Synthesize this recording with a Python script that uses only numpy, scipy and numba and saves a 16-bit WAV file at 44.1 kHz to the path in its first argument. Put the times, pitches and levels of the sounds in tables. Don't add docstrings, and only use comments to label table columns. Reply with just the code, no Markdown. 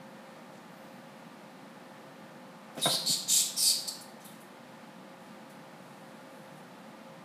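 import sys
import numpy as np
from scipy import signal
from scipy.fft import rfft, irfft, next_fast_len
from scipy.io import wavfile
from numba import njit

SR = 44100
rng = np.random.default_rng(int(sys.argv[2]) if len(sys.argv) > 2 else 0)


def output_pcm(signal):
    pcm = np.clip(np.atleast_2d(signal).T, -1, 1) * 32767
    wavfile.write(sys.argv[1], SR, np.round(pcm).astype(np.int16))


N = 319284
TIME = np.arange(N) / SR


def squeals(low_width_hz=660, low_skirt_hz=2200, high_width_hz=1550, high_skirt_hz=5000):
    # (start [s], length [s], attack [s], mouth widest at [share of length], level [dB],
    # lower resonance from [Hz], to [Hz], upper resonance from [Hz], to [Hz],
    # upper resonance re lower [dB], rasp re lower [dB])
    cries = [(2.811, 0.1, .007, 0.18, -37.5, 3600, 3880, 9800, 9100, 4, 0),
             (2.892, 0.076, .012, 0.53, -29, 4060, 4360, 9300, 8850, -9.5, -7),
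             (3.053, .1, 0.013, 0.63, -28.5, 4290, 4350, 7800, 7560, -2, -5),
             (3.272, .16, 0.027, 0.49, -32.5, 3860, 3800, 6800, 8040, 7.5, 4.5),
             (3.56, 0.17, 0.018, 0.61, -28, 5490, 4370, 8900, 8040, 0.5, -1.5),
             (3.869, 0.03, 0.011, 0.54, -32.5, 4460, 4400, 7900, 7870, -1.5, 0)]
    # (frequency [Hz], relative level [dB])
    rasp_spectrum = [(1500, -50), (2100, -16), (2450, -8), (3000, -15), (3400, -5.5), (4700, 6.5),
                     (6000, 0), (9500, -2), (12800, -1), (15500, -14)]
    rough_db, rough_per_s = 1.5, 520
    shut_low_db, shut_high_db, shut_rasp_db = -3, -8, -6.5
    out = np.zeros(N)
    folds = rng.standard_normal(N) * undb(rough_db * walk(rough_per_s))
    breath = unit(colour(rng.standard_normal(N), rasp_spectrum) * undb(rough_db * walk(rough_per_s)))
    for start, length, attack_s, widest, db, low_from, low_to, high_from, high_to, high_db, rasp_db in cries:
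        t = TIME[:int(length * SR)]
        here = int(start * SR) + np.arange(len(t))
        low_hz = np.linspace(low_from, low_to, len(t))
        high_hz = np.linspace(high_from, high_to, len(t))
        low = resonate(resonate(folds[here], low_hz, low_width_hz), low_hz, low_skirt_hz)
        high = resonate(resonate(folds[here], high_hz, high_width_hz), high_hz, high_skirt_hz)
        shut = np.interp(t / length, [0, widest, 1], [1, 0, 1]) ** 2
        voice = undb(shut_low_db * shut) * low + undb(high_db + shut_high_db * shut) * high
        rasp = undb(rasp_db + shut_rasp_db * shut) * breath[here]
        add(out, start, gate(t, attack_s, release_s=0.018) * undb(db) * (voice + rasp))
    return out


def whistles(jitter=0.027, fade_s=0.011):
    # (start [s], length [s], pitch [Hz], glide [Hz/s], level [dB])
    notes = [(2.822, 0.047, 3894, -6000, -27.5), (2.886, 0.023, 3954, 8000, -25),
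             (3.062, 0.021, 4380, -1500, -23.5), (3.665, 0.031, 4720, -3500, -27.5),
             (3.875, 0.027, 4520, -3000, -38)]
    out = np.zeros(N)
    for start, length, hz, glide, db in notes:
        t = TIME[:int(length * SR)]
        pitch_hz = (hz + glide * t) * (1 + jitter * walk(878, size=len(t)))
        add(out, start, gate(t, fade_s, fade_s) * undb(db) * unit(sine(pitch_hz)))
    return out


def thumps(ring_db=-17, detune=0.014):
    # (time [s], peak before the bass cut [dB], centre [Hz], width [Hz], t60 [s])
    blows = [(2.767, -30.5, 420, 400, 0.071), (2.777, -26.5, 340, 300, 0.093),
             (2.856, -17, 780, 1000, 0.11), (2.866, -22.5, 620, 600, 0.071),
             (2.885, -27.5, 900, 800, 0.084), (2.936, -31, 637, 300, 0.1), (3.095, -28.5, 250, 90, 0.038)]
    # (frequency [Hz], relative level [dB], t60 [s])
    tank_modes = [(161.3, 0.5, 0.32), (242, -16, 0.24), (435, -6, 0.074), (490, -1.5, 0.067), (653, 0, 0.1),
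                  (853, -4, 0.15), (991, -23, 0.2), (1130, -22, 0.34), (1500, -23, 0.19), (1610, -2, 0.1)]
    # (frequency [Hz], relative level [dB])
    thud_spectrum = [(150, 9.5), (330, -7), (600, 0.5), (900, -11), (1450, -9.5), (1750, -12.5),
                     (2300, -13.5), (6000, -37)]
    out, t = np.zeros(N), TIME[:SR // 2]
    for start, db, hz, width_hz, t60 in blows:
        ring = np.zeros(len(t))
        for mode_hz, mode_db, mode_t60 in tank_modes:
            detuned_hz = mode_hz * (1 + detune * rng.standard_normal())
            ring += undb(mode_db) * np.sin(2 * np.pi * detuned_hz * t) * decay(t, mode_t60)
        thud = colour(rng.standard_normal(len(t)), thud_spectrum) * decay(t, t60)
        blow = resonate(thud + undb(ring_db) * ring, hz, width_hz)
        add(out, start, undb(db) * blow / np.abs(blow).max())
    return signal.sosfilt(signal.butter(6, 150, "highpass", fs=SR, output="sos"), out)


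def scuffs(grain_db=3.5, rise_share=0.36):
    # (start [s], level [dB], half length [s], centre [Hz], width [Hz])
    stirs = [(0.514, -67, .07, 6500, 4000), (.68, -72, .3, 13400, 2500), (2.746, -57.5, 0.052, 8950, 8000),
             (2.77, -43.5, 0.03, 2580, 1500), (2.791, -46, 0.037, 4800, 2000),
             (4.007, -46.5, 0.02, 9900, 7030), (4.198, -55, 0.035, 5500, 6040),
             (4.243, -48.5, 0.032, 10700, 7000), (4.245, -57.5, 0.052, 3840, 1010),
             (4.297, -63, 0.078, 8000, 6000), (4.399, -57.5, 0.027, 10500, 7000),
             (5.17, -71, .15, 9000, 6500), (5.493, -61.5, .035, 9500, 6500),
             (5.72, -70.5, 0.57, 9000, 6500), (6.28, -72, 0.22, 11000, 5000),
             (6.553, -67, .045, 10000, 6500)]
    out = np.zeros(N)
    chips = rng.standard_normal(N) * undb(grain_db * walk(1500))
    for start, db, half_length, hz, width_hz in stirs:
        age = np.arange(0, 2, 1 / (half_length * SR))
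        swell = age / rise_share * np.exp(1 - age / rise_share)
        grains = chips[int(start * SR) + np.arange(len(age))]
        add(out, start, undb(db) * swell * resonate(grains, hz, width_hz))
    return out


def fan(air_db=-51, flutter=0.3, wander_hz=3.625):
    # (frequency [Hz], relative level [dB])
    air_low = [(25, -44), (62, -25), (82, -40), (110, -18), (135, -6), (165, -2), (245, 1), (295, -4.5),
               (370, -4.5), (430, -14), (520, -6.5), (850, -8)]
    air_high = [(1050, -10), (1500, -12.5), (2000, -15.5), (3000, -20.5), (4300, -23), (6000, -29.5),
                (10000, -31.5), (15000, -38)]
    # (frequency [Hz], width [Hz], rms level [dB])
    air_modes = [(161.2, 10, -67), (187.3, 12, -61.5), (481, 14, -68.5), (623.5, 16, -72),
                 (659.3, 9, -68.5), (781, 10.4, -67.5), (855.4, 30, -62), (931.5, 18, -70.5),
                 (1191, 18, -68), (1420, 11, -73.5)]
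    # (frequency [Hz], rms level [dB])
    fan_tones = [(220.7, -64), (532.9, -60), (1809, -71.5)]
    air = colour(rng.standard_normal(N), air_low + air_high) * undb(air_db + 0.3 * walk(8.3))
    flow = rng.standard_normal(N)
    hum = np.zeros(N)
    for hz, width_hz, db in air_modes:
        hum += undb(db) * resonate(resonate(flow, hz, width_hz), hz, 6 * width_hz)
    for hz, db in fan_tones:
        tone = sine(hz + wander_hz * walk(14))
        hum += undb(db) * unit(tone * (1 + flutter * walk(7.6)))
    return air + hum


def tank_and_room(x, glass_db, glass_t60, room_db, room_build_s=0.011):
    # (frequency [Hz], t60 [s])
    room_t60 = [(150, 0.7), (1000, 0.7), (4000, 0.55), (8000, 0.41), (14000, 0.39)]
    t = TIME[:SR]
    direct = t == 0
    glass = rng.standard_normal(SR) * decay(t, glass_t60) * (t > 0.001)
    hz, frame_s, cells = signal.stft(rng.standard_normal(SR), SR, nperseg=256)
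    cells = cells * decay(frame_s, on_log_axis(hz, room_t60)[:, None])
    room = signal.istft(cells, SR)[1][:SR] * (1 - np.exp(-t / room_build_s))
    response = direct + undb(glass_db) * glass / np.linalg.norm(glass)
    response += undb(room_db) * room / np.linalg.norm(room)
    return signal.fftconvolve(x, response / np.linalg.norm(response))[:N]


def undb(db):
    return 10 ** (np.asarray(db) / 20)


def unit(x):
    return x / np.sqrt(np.mean(x ** 2) + 1e-18)


def sine(hz):
    return np.sin(2 * np.pi * np.cumsum(hz) / SR)


def decay(t, t60):
    return 1000 ** (-t / t60)


def gate(t, attack_s, release_s):
    return np.clip(np.minimum(t / attack_s, (t[-1] - t) / release_s), 0, 1)


def walk(rate, size=N):
    position = np.arange(size) * rate / SR
    return unit(np.interp(position, np.arange(size), rng.standard_normal(size)))


def on_log_axis(hz, points):
    point_hz, value = np.transpose(points)
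    return np.interp(np.log(hz + 1), np.log(point_hz), value)


def colour(x, points):
    size = next_fast_len(len(x))
    gain = undb(on_log_axis(np.fft.rfftfreq(size, 1 / SR), points))
    return unit(irfft(rfft(x, size) * gain, size)[:len(x)])


@njit
def moving_bandpass(x, hz, width_hz):
    y, band_state, low_state = np.empty(len(x)), 0., 0.
    for i in range(len(x)):
        g = np.tan(np.pi * min(hz[i], 0.45 * SR) / SR)
        damping = width_hz / hz[i]
        band = (band_state + g * (x[i] - low_state)) / (1 + g * (g + damping))
        band_state = 2 * band - band_state
        low_state += 2 * g * band
        y[i] = damping * band
    return y


def resonate(x, hz, width_hz):
    return unit(moving_bandpass(x, hz + np.zeros(len(x)), float(width_hz)))


def add(out, start, x):
    i = int(start * SR)
    out[i:i + len(x)] += x[:N - i]


def scene():
    struggle = squeals() + whistles() + scuffs()
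    struggle = tank_and_room(struggle, glass_db=1, glass_t60=0.057, room_db=0.5)
    blows = tank_and_room(thumps(), glass_db=-5, glass_t60=0.051, room_db=-9)
    return (struggle + blows + fan())[None]


def record(dry, top_hz=15250):
    return signal.sosfilt(signal.ellip(10, 0.2, 70, top_hz, fs=SR, output="sos"), dry)


dry = scene()
out = record(dry)
output_pcm(out)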